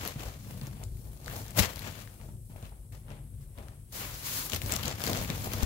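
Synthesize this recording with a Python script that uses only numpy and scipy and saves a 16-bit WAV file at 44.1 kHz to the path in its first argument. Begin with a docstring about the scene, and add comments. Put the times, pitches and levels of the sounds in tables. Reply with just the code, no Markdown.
"""A small wooden coop hums low while insects hiss far off. A plastic sack of fine shavings is lifted and
emptied: folds snap, chips rustle, and a hanging tin feeder, nudged, rings faintly. The sack is tossed
aside and thumps on the floor. The feeder rings once more as rubber boots start to step about; then they
kick the heap flat. Last, a new sack is shaken out. The left microphone port is nearer to all of it."""
import sys
import numpy as np
from scipy import signal
from scipy.fft import rfft, irfft, next_fast_len
from scipy.io import wavfile
from scipy.ndimage import uniform_filter1d, map_coordinates

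SR = 44100
rng = np.random.default_rng(int(sys.argv[2]) if len(sys.argv) > 2 else 0)


def transcribe(u):
    """Save the signal u as a 16-bit wav file named by the first command-line argument.

    u: samples, shape (n,) or (channels, n), limited to [-1, 1]; the rate is SR.
    q: integer samples, one column per channel.
    """
    v = np.clip(np.atleast_2d(u).T, -1, 1)
    q = np.round(v * 32767).astype(np.int16)
    wavfile.write(sys.argv[1], SR, q)


N = 249165

# Fader rides of the low bed: (time [s], hum level [dB], floor boom level [dB])
BED_LEVELS = [(0, -45, -53), (.25, -42, -55), (.47, -45, -43), (.79, -45, -47), (1.13, -42, -55),
              (1.48, -41.5, -53), (1.9, -49, -52), (2.33, -45.5, -54.5), (2.8, -47.5, -59.5),
              (3.19, -44.5, -52), (3.65, -46, -58.5), (4.06, -42.5, -54), (4.45, -43.5, -51),
              (4.69, -41, -39), (4.85, -45, -39.5), (5.18, -49, -39), (5.4, -42.5, -46), (5.65, -50, -38.5)]
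# Air modes of the coop: (frequency [Hz], width [Hz], gain [dB])
AIR_MODES = [(53.4, 9, 1.5), (104.8, 10, 1.5), (137.7, 14.6, -3), (207, 55, -26), (366, 7.1, -17.5)]
# Hollow modes of the raised floor: (frequency [Hz], width [Hz], gain [dB])
PLANK_MODES = [(330, 25, -2.5), (462, 110, 2.5), (610, 190, 2.5), (777, 55, -8)]
# Tone of the outdoor drone: (frequency [Hz], relative level [dB])
DRONE_EQ = [(20, -35), (38, 2.5), (140, -10.5), (165, -34), (300, -28.5), (600, -37), (1200, -63.5),
            (3000, -78.5)]
# Tone of the booming joists: (frequency [Hz], relative level [dB])
BOOM_EQ = [(41, -39), (70, 2), (97, 4), (140, -4), (204, -3), (232, -8), (300, -14), (390, -38),
           (660, -120)]
# Tone of the distant air: (frequency [Hz], relative level [dB])
OUTDOOR_EQ = [(290, -20), (500, 1.5), (769, -23.5), (831, -10.5), (888, -20.5), (1940, -19.5),
              (7000, -10.5), (9100, -52.5), (15400, -120)]
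# Tone of the far insects: (frequency [Hz], relative level [dB])
INSECT_EQ = [(6500, -32.5), (7600, -7.5), (8700, -3.5), (9700, -5.5), (11100, -3), (12000, -9),
             (13500, -11.5), (15700, -14)]
# Tone of the floorboards: (frequency [Hz], relative level [dB])
BOARD_EQ = [(150, -9), (250, -1), (426, -5), (459, -4.5), (495, -3.5), (615, -4), (901, -6.5),
            (1500, -14.5), (1950, -24), (3300, -120)]
# Tone of coarse chips: (frequency [Hz], relative level [dB])
COARSE_EQ = [(590, -22.5), (1000, -2), (1190, -1), (1320, -3), (2310, -2.5), (3500, -5), (4550, -14.5),
             (7700, -120)]
# Tone of fine chips: (frequency [Hz], relative level [dB])
FINE_EQ = [(2060, -18), (3500, -8), (4150, -2.5), (5450, -3), (7010, -2.5), (8000, -7), (10400, -51.5),
           (17600, -120)]
# Tone of sliding dust: (frequency [Hz], relative level [dB])
DUST_EQ = [(5000, -31), (8500, -6.5), (9690, -5), (12000, -2), (15100, -2.5), (15700, -1)]
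# Reverb of the plank walls: (frequency [Hz], t60 [s])
WALL_DECAY = [(200, 0.21), (2000, 0.29), (10000, 0.12)]
# Stereo likeness of the noise: (frequency [Hz], left-right correlation [0-1])
CORRELATION = [(60, 1), (290, 0.9), (700, 0.99), (1500, 0.14), (3000, 0.043), (7000, 0.072)]
# Modes of the tin feeder: (frequency [Hz], rim hit level [dB], drum hit level [dB], t60 [s])
FEEDER_MODES = [(4200, -4, -20, 2.5), (4630, 0, -14, 3), (5665, -2, -4, 4), (6285, -9, -2, 2),
                (6790, -4, -1, 2), (7192, -1, -4, 3), (7295, -3, -6, 3), (7715, -5, -7, 3)]
# Nudges of the feeder: (time [s], level [dB], spot [0 rim, 1 drum])
FEEDER_NUDGES = [(.67, -72, 0), (2.212, -74, 1)]
# Soles and sack landing: (time [s], level [dB], pitch [Hz], relative knock level [dB], t60 [s])
LANDINGS = [(0.159, -27, 137, -10.5, 0.087), (0.259, -31.5, 53.8, -3, 0.11), (0.468, -34, 118, -29.5, 0.11),
            (0.62, -32.5, 134.6, -31, 0.27), (1.269, -35.5, 59, -1, 0.11), (1.583, -21.5, 98, 0.5, 0.098),
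            (1.598, -15.5, 68.6, -6, 0.12), (1.592, -21, 191, -25, 0.065), (1.611, -23, 100, -21, .07),
            (1.81, -34, 98, -10, 0.11), (2.199, -37, 51.7, -15, 0.18), (2.287, -36.5, 118.5, -13, 0.22),
            (2.499, -37, 143, -14, .11), (2.56, -33.5, 70, -5.5, 0.041), (2.628, -35.5, 99, -8, 0.14),
            (2.72, -43, 98, -2.5, 0.16), (2.916, -38.5, 93, -28, .12), (3.086, -41, 134.2, -26, 0.53),
            (3.398, -41, 136.4, -27, .15), (3.579, -42, 84, -10.5, 0.19), (3.689, -39, 51.1, -30.5, 0.089),
            (4.529, -27, 78.6, -6, 0.13), (4.64, -26.5, 91, -23, 0.12), (4.726, -35, 90.5, -13, 0.096),
            (4.849, -26, 85, -15, 0.089), (5.088, -30, 89.5, 2.5, 0.11), (5.115, -34, 200, 0, 0.083),
            (5.187, -21, 82.4, -18, 0.072), (5.299, -24, 186, -6, 0.049), (5.395, -28, 98, -26, 0.14),
            (5.47, -23, 94, -3.5, 0.062), (5.547, -24, 95, -10, 0.065), (5.578, -28, 60, -26, 0.14),
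            (5.63, -12, 75, -26, 0.045)]
# Snaps of plastic and crushed chips: (time [s], level [dB], colour [Hz], relative treble level [dB])
SNAP_CUES = [(0.0512, -25, 1620, -4), (0.0761, -25, 4680, 6.5), (0.122, -35, 1550, -20),
             (0.613, -33, 3880, -24), (0.6691, -31, 6130, -16), (0.837, -29.5, 6650, -23.5),
             (1.245, -37, 6360, -23), (1.261, -33, 4930, -19), (1.2801, -28, 1550, -20.5),
             (1.3127, -36, 1646, -4.5), (1.481, -36, 6300, -16.5), (1.507, -32.5, 6500, -12),
             (1.575, -22.5, 3600, 3), (1.5891, -13.5, 1980, -10), (1.593, -10, 1990, -14.5),
             (1.5995, -10.5, 6030, -23.5), (1.6327, -17.5, 1990, -10), (1.7593, -28, 4070, -17.5),
             (1.779, -34, 2010, -7), (1.7928, -29, 4360, -0.5), (1.8203, -32.5, 2260, -16),
             (2.0748, -37, 1770, -24.5), (2.2132, -42, 2300, -16.5), (2.5623, -44.5, 2130, -4.5),
             (2.6265, -38.5, 2880, -19.5), (2.6544, -41, 3030, -14), (3.083, -44, 1500, -19),
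             (3.1042, -38, 2170, -23), (3.1175, -44, 2320, -17), (3.577, -43, 2860, -20),
             (3.5854, -36.5, 1770, -16), (3.6268, -43, 1200, -25), (3.684, -38.5, 1680, -22),
             (4.497, -22, 6900, -18), (4.5199, -22, 2360, -21.5), (4.5331, -18, 2530, -23),
             (4.5617, -18.5, 4530, -7), (4.6174, -23.5, 2650, -22.5), (4.7217, -12, 6760, -17),
             (4.738, -18.5, 6500, -24), (4.7514, -28, 3260, -16), (4.7592, -18, 7200, -21),
             (4.7635, -16, 5340, -13), (4.794, -28.5, 3390, -12.5), (4.8307, -23.5, 4280, -6),
             (4.8345, -22, 3330, -7.5), (4.8566, -23.5, 5000, -3), (4.8803, -19.5, 6300, -24),
             (4.8947, -24.5, 3610, -23), (5.005, -26.5, 1750, -21), (5.0175, -25.5, 4000, -17),
             (5.0384, -21, 5200, 0.5), (5.0665, -21.5, 4380, -2), (5.0736, -19, 2280, -13.5),
             (5.1145, -31.5, 5000, 0), (5.132, -18, 4230, -12.5), (5.1674, -25.5, 4750, -17),
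             (5.189, -28.5, 4850, -15.5), (5.2473, -25.5, 2480, -13), (5.3015, -18.5, 2290, -19),
             (5.5344, -23, 4960, -1), (5.632, -20, 6000, -13)]
# Swells of sack or boot; rise and fall span 20 dB and are held to at least 3 ms:
# (peak time [s], coarse level [dB], rise [s], fall [s], then over coarse: fine [dB], dust [dB], rub [dB])
MOVEMENTS = [(.01, -45.5, -0.5, 0.15, -5.5, -0.5, -2), (.08, -46.5, 0.4, 0.11, 0, 0.5, 0),
             (0.196, -49, .05, 0.2, -4.5, 2, 0), (0.253, -54, -0.33, 0.16, 2, 2, 1.5),
             (.34, -59.5, 0.9, 0.1, -1, 0.5, 1.5), (0.389, -63, -0.3, 0.75, 3.5, 6.5, -3),
             (.51, -58.5, .12, 0.34, -2, 6.5, 3.5), (0.615, -52.5, -0.1, 0.15, -8, 0, 1),
             (0.674, -52, -0.06, 0.0147, -0.5, 7, 13), (.76, -74, -2.1, .3, 1.5, 11, 12),
             (0.84, -55, 0.15, -0.03, -15, 0, 2.5), (.96, -72, 0.1, 0.5, 5, 15.5, -3),
             (1.13, -67.5, 0.25, .2, 0.5, 9, 9), (1.28, -59, 0.1, 0.05, 4, 3.5, 8),
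             (1.332, -49.5, 0.12, 0.08, -6, 3.5, 1), (1.385, -51.5, 0.15, 0.13, 3, 8.5, 5),
             (1.5, -54.5, 0.12, 0.04, -3, 1.5, 2), (1.578, -36, 0.03, 0.02, -8, 3.5, 4),
             (1.594, -28, 0.0278, 0.0269, 4, 6.5, -2.5), (1.636, -32.5, 0.0465, 0.0449, -1, 0, -6.5),
             (1.679, -45.5, 0.08, .15, -5, 0, 2.5), (1.765, -55, 0.42, 0.09, -2, 3.5, -13),
             (1.879, -45, 0.14, 0.07, -3, -2, -4), (1.975, -54.5, 0.13, 0.06, -9, -7.5, -2),
             (2.022, -53.5, 0.44, 0.04, -1.5, 2.5, -3), (2.08, -63.5, 0.7, 0.35, 0, 6.5, 2),
             (2.2, -72, -0.2, 0.04, 3, 3.5, 16), (2.22, -64.5, .02, 0.16, -0.5, 3.5, 8),
             (2.45, -87.5, 0, .6, 13, 25, 6), (2.498, -69, -0.63, 0.54, -3.5, 1, 10),
             (2.565, -63.5, .015, 0.14, -5, 0, 6), (2.65, -56, 0.06, 0.07, -5, -2, -4),
             (2.73, -72.5, 0.1, 0.2, -10, 1.5, 6.5), (2.923, -58.5, -0.01, 0.12, -2, 2.5, 2),
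             (3.085, -65.5, 0.07, 0.22, -12, -12, 6.5), (3.11, -58.5, 0.05, 0.17, -9, -15, 5),
             (3.41, -72, -0.1, 0.1, 2, 9.5, -9), (3.45, -72.5, 0.3, 0, -6, 5.5, -5),
             (3.584, -58.5, 0.03, 0.12, -7.5, -3, 7.5), (3.69, -67.5, 0.32, 0.3, -5, -8, 5),
             (3.769, -76.5, 0.9, -1.5, -3.5, 3, 1), (3.925, -55.5, 0.0064, 0.6, 6.5, 11.5, -3.5),
             (3.96, -47.5, 0.04, .1, 2.5, 8, -4.5), (4.01, -42.5, 0.05, 0.2, -3.5, 2.5, -3),
             (4.16, -52, 0.196, 0.9, 2.5, 7.5, -5.5), (4.268, -42.5, 0.05, .2, 2.5, 7.5, -9.5),
             (4.38, -42, 0.15, 0.12, 4.5, 10.5, -6.5), (4.465, -49.5, 0.0744, .025, 5.5, 13.5, 2),
             (4.5, -46, -0.21, -0.25, 13, -0.5, -6), (4.543, -41, 0.0662, .06, 1.5, 6, -0.5),
             (4.62, -44.5, 0, -0.1, 0, -4.5, -15), (4.681, -48.5, 0.1262, .08, 3, 11, 3.5),
             (4.73, -36.5, 0.0532, .09, -3.5, -2.5, -2), (4.836, -46, 0.12, 0.15, -5, -0.5, -4),
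             (4.884, -40.5, 0.13, .11, -2, -3, 0), (5.04, -41.5, 0.11, 0.4, -1.5, 3.5, -1),
             (5.09, -43.5, 0.09, 0.14, 1, 2.5, 4), (5.168, -44.5, 0.16, 0.18, 0.5, 1.5, 5.5),
             (5.26, -48.5, 0.26, 0, 0, 6, 4), (5.3, -40, 0.02, 0.1, -20, -7.5, 1),
             (5.34, -58, 0.2, 0.5, 6.5, 9, -1), (5.41, -42.5, -0.25, -0.03, -11, -4.5, -2),
             (5.47, -48, 0.26, 0.03, 1, 8, 1.5), (5.54, -45.5, 0.18, 0.3, -1.5, 3, -1),
             (5.626, -43.5, 0.17, .08, -1, -2, 3)]
# Where the shavings are stirred: (time [s], left over right [dB])
STIR_PAN = [(0, 4.5), (.85, 5), (1, 8), (1.4, 3), (1.55, 8.5), (2, 9), (2.4, 5.5), (3.1, 5.5), (3.3, 6),
            (4.04, 4), (4.67, 5), (5.65, 4.5)]
# Loose shavings slide smoothly, stiff plastic jerks: (time [s], jerkiness [0-1])
JERKINESS = [(0, .6), (1.2, .6), (1.75, .5), (2.1, .3), (3.85, .3), (3.9, .08), (4.47, .08), (4.5, .9),
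             (4.95, .9), (5.3, .6), (5.65, .6)]

LEAD_S = 12 / SR  # the left port hears first
TOP_HZ = 15760


def amp(db):
    return 10 ** (np.asarray(db) / 20)


def unit(x):
    return x / np.sqrt(np.mean(x ** 2) + 1e-20)


def along(points, hz):
    """(Hz, value) points on a log axis."""
    f, v = np.transpose(points)
    return np.interp(np.log(hz + 1), np.log(f + 1), v)


def curves(rows):
    """One value per sample for each column after the time."""
    s, *cols = np.transpose(rows)
    return [np.interp(np.arange(N) / SR, s, c) for c in cols]


def wobble(rate):
    """A smooth random curve, rate knots a second."""
    return map_coordinates(rng.standard_normal(N // 100), [np.arange(N) * rate / SR])


def filtered(x, response):
    """x times a complex response of frequency."""
    m = next_fast_len(x.shape[-1] + min(8192, 3 * x.shape[-1]))
    return irfft(rfft(x, m) * response(np.fft.rfftfreq(m, 1 / SR)), m)[..., :x.shape[-1]]


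def resonance(f, hz, width):
    return 1j * f * width / (hz * hz - f * f + 1j * f * width)


def eq_curve(points):
    return lambda hz: amp(along(points, hz))


def sides(left_db):
    """Left and right gain rows whose mean is 1."""
    pair = amp(np.vstack([left_db / 2, -left_db / 2]))
    return 2 * pair / pair.sum(0)


def spread(pair, colour, lead_s=LEAD_S):
    """Colour two unrelated signals and blend them into partly alike channels of overall rms 1."""
    size = next_fast_len(pair.shape[1] + 8192)
    hz = np.fft.rfftfreq(size, 1 / SR)
    mid, side = rfft(pair, size)
    angle = np.arccos(along(CORRELATION, hz)) / 2
    sign = np.array([[1], [-1]])
    blend = np.cos(angle) * mid + sign * np.sin(angle) * side
    time_shift = np.exp(1j * np.pi * hz * lead_s * sign)
    return unit(irfft(blend * colour(hz) * time_shift, size)[:, :pair.shape[1]])


def spread_noise(colour, lead_s=LEAD_S, length=N):
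    return spread(rng.standard_normal((2, length)), colour, lead_s)


def outdoor_hiss():
    """Distant air and insects make a smooth, nearly steady hiss."""
    air = amp(-75.5 + .4 * wobble(4.9)) * spread_noise(eq_curve(OUTDOOR_EQ), lead_s=0)
    insects = amp(-62 + .4 * wobble(4.3)) * spread_noise(eq_curve(INSECT_EQ), lead_s=0)
    return air * sides(10) + insects * sides(2)


def air_colour(f):
    """The enclosed air lifts a few low bands."""
    return np.abs(sum(amp(db) * resonance(f, hz, width) ** 2 for hz, width, db in AIR_MODES))


def coop_hum(rub_gain):
    """Outdoor drone swells in the coop's air modes; the joists boom under weight and with every rub."""
    hum_db, boom_db = curves(BED_LEVELS)
    hum_gain = amp(hum_db + 1.9 * wobble(7.4))
    hum = spread_noise(lambda f: amp(along(DRONE_EQ, f)) + 1.06 * air_colour(f), LEAD_S / 3)
    boom_gain = np.hypot(amp(boom_db), rub_gain) * amp(1.2 * wobble(7.2))
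    boom = spread_noise(lambda f: amp(along(BOOM_EQ, f)) * (1 + .38 * air_colour(f)))
    return (hum_gain * hum + boom_gain * boom) * sides(3.8)


def walls(send):
    """The plank walls answer with a short tail, each frequency dying at its own speed."""
    hz, t, spectrum = signal.stft(rng.standard_normal((2, SR // 3)), SR, nperseg=256)
    decay = amp(-60 * t / along(WALL_DECAY, hz)[:, None])
    tail = signal.istft(spectrum * decay, SR, nperseg=256)[1]
    predelayed = np.pad(send, ((0, 0), (200, 0)))
    return signal.fftconvolve(predelayed, tail / np.linalg.norm(tail[0]), axes=1)[:, :N]


def feeder():
    """Thin sheet metal sings on after each nudge, wavering as it swings, until it is damped."""
    out, t = np.zeros((2, N + SR)), np.arange(SR * 3 // 5) / SR
    for start, db, on_drum in FEEDER_NUDGES:
        damping = np.clip((1 if on_drum else 3) * (1 - t / t[-1]), 0, 1)
        for hz, rim_db, drum_db, t60 in FEEDER_MODES:
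            phase = rng.uniform(0, 2 * np.pi, (2, 1)) + np.cumsum(.017 * rng.standard_normal(len(t)))
            ring_gain = amp(db + (drum_db if on_drum else rim_db) - 60 * t / t60) * damping
            out[:, round(start * SR):][:, :len(t)] += ring_gain * np.sin(2 * np.pi * hz * t + phase)
    return out[:, :N] * sides(12)


def board_colour(f):
    """The floor's broad tone with the planks' modes standing out."""
    planks = sum(amp(db) * resonance(f, hz, width) for hz, width, db in PLANK_MODES)
    return amp(along(BOARD_EQ, f)) * (1.7 + np.abs(planks))


def thuds(joist_hz=203, joist_db=-11, crunch_db=-29.5):
    """A soft landing swings the floor for a few cycles, rings a joist, knocks boards and crushes chips."""
    out, t = np.zeros((2, N + SR)), np.arange(SR // 4) / SR
    hit_shape = lambda t60, attack_s: amp(-60 * t / t60) * (1 - np.exp(-t / attack_s))
    for start, db, hz, knock_db, t60 in LANDINGS:
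        swing = np.sin(2 * np.pi * hz * t) + amp(joist_db) * np.sin(2 * np.pi * joist_hz * t)
        swing *= hit_shape(t60, .00082)
        knock = amp(knock_db) * spread_noise(board_colour, length=len(t)) * hit_shape(.27 * t60, .001)
        crunch = amp(crunch_db) * spread_noise(eq_curve(COARSE_EQ), length=len(t)) * hit_shape(.12, .002)
        left_db = 3 + 2.2 * max(db + 22, 0)  # the loudest land nearer the left port
        out[:, round(start * SR):][:, :len(t)] += amp(db) * sides(left_db) * (swing + knock + crunch)
    return out[:, :N]


def crackle_cues(rustle_gain, jerkiness, count, lift_db=7, range_db=10):
    """Cues for small snaps at chance moments, louder with more rustle and stiffer material."""
    when, size, colour, treble = rng.random((count, 4)).T
    at = (when * N).astype(int)
    db = 20 * np.log10(rustle_gain[at] * jerkiness[at]) + lift_db + range_db * size
    return list(zip(at / SR, db, 1600 * 4.5 ** colour, -24 + 18 * treble))


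def snaps(cues):
    """Each buckling fold or crushed chip is a millisecond burst with its own colour."""
    out, t = np.zeros((2, N + SR)), np.arange(600) / SR
    unit_peak = lambda x: x / np.abs(x).max(1, keepdims=True)
    for start, db, hz, treble_db in cues:
        burst = rng.standard_normal((2, len(t))) * t * np.exp(-t / .00039)
        burst[1] = np.roll(.22 * burst[0] + 3.1 * burst[1], round(LEAD_S * SR))  # the right side lags
        body = filtered(burst, lambda f: resonance(f, hz, .45 * hz) + .3 * resonance(f, 1800, 4000))
        treble = filtered(burst, lambda f: resonance(f, 11800, 6000) ** 2)
        snap = unit_peak(body) + amp(treble_db) * unit_peak(treble)
        left_db = 16 + .16 * db + 3 * rng.standard_normal()  # fainter ones lie further from the left port
        out[:, round(start * SR):][:, :len(t)] += amp(db) * sides(left_db) * snap
    return out[:, :N]


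def stirring(bend=1.2):
    """Coarse, fine, dust and rub gains: each move is a round-topped swell, and they add in power."""
    t, power = np.arange(N) / SR, np.zeros((4, N))
    for peak, db, rise, fall, fine_db, dust_db, rub_db in MOVEMENTS:
        rise, fall = max(rise, .003), max(fall, .003)
        span = slice(max(round((peak - 3 * rise) * SR), 0), round((peak + 3 * fall) * SR))
        from_peak = np.maximum((peak - t[span]) / rise, (t[span] - peak) / fall)
        swell_db = db - 20 * from_peak ** bend
        power[:, span] += amp(swell_db + np.c_[[0, fine_db, dust_db, rub_db]]) ** 2
    return np.sqrt(power + 1e-14)


def slips(jerkiness, per_second, t60):
    """Folds and clumps let go suddenly and run out: a gain that jumps and decays around rms 1."""
    starts = (rng.random(N) < per_second / SR) * rng.random(N)
    run_out = signal.lfilter([1], [1, -amp(-60 / (t60 * SR))], starts)
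    jumps = 1 + 2.95 * jerkiness * run_out
    return jumps / np.sqrt(np.abs(uniform_filter1d(jumps ** 2, SR // 8)))


def grains(colour, density, spike_db):
    """Tiny contacts of many sizes over a smooth bed; stiff plastic fires more than loose shavings."""
    spikes = amp(spike_db * rng.random(N))
    fires = rng.random(N) < density * (.3 + curves(JERKINESS)[0])
    return spread(rng.standard_normal((2, N)) * (1 + spikes * fires), colour)


def shavings(gains, jerkiness):
    """Chips tumble and rustle, dust hisses, the rubbed boards rumble; clumps make it all flutter."""
    coarse_gain, fine_gain, dust_gain, rub_gain = gains
    clumps = amp(.26 * wobble(30)) * slips(jerkiness, per_second=82, t60=.016)
    coarse = coarse_gain * amp(.8 * wobble(50)) * grains(eq_curve(COARSE_EQ), density=.004, spike_db=19)
    fine = fine_gain * amp(.6 * wobble(60)) * grains(eq_curve(FINE_EQ), density=.004, spike_db=21)
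    dust = dust_gain * amp(.67 * wobble(60)) * grains(eq_curve(DUST_EQ), density=.00099, spike_db=8)
    rub = rub_gain * amp(1.68 * wobble(25)) * grains(board_colour, density=.0019, spike_db=17)
    return clumps * sides(curves(STIR_PAN)[0]) * (coarse + fine + dust + rub)


def scene():
    """Hits and shavings play up front and feed the wall reverb, over feeder, hum and outdoor hiss."""
    gains = stirring()
    coarse_gain, _, _, rub_gain = gains
    jerkiness = curves(JERKINESS)[0]
    hits = snaps(SNAP_CUES + crackle_cues(coarse_gain, jerkiness, count=45)) + thuds()
    rustle = shavings(gains, jerkiness)
    wall_tail = walls(amp(-11) * hits + amp(-18) * rustle)
    return hits + rustle + wall_tail + feeder() + coop_hum(rub_gain) + outdoor_hiss()


def record(dry):
    """The microphone rolls off the deep bass, and the top is cut hard at TOP_HZ."""
    return filtered(dry, lambda hz: (hz < TOP_HZ) * (1j * hz / (28 + 1j * hz)) ** 2)


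dry = scene()
out = record(dry)
transcribe(out)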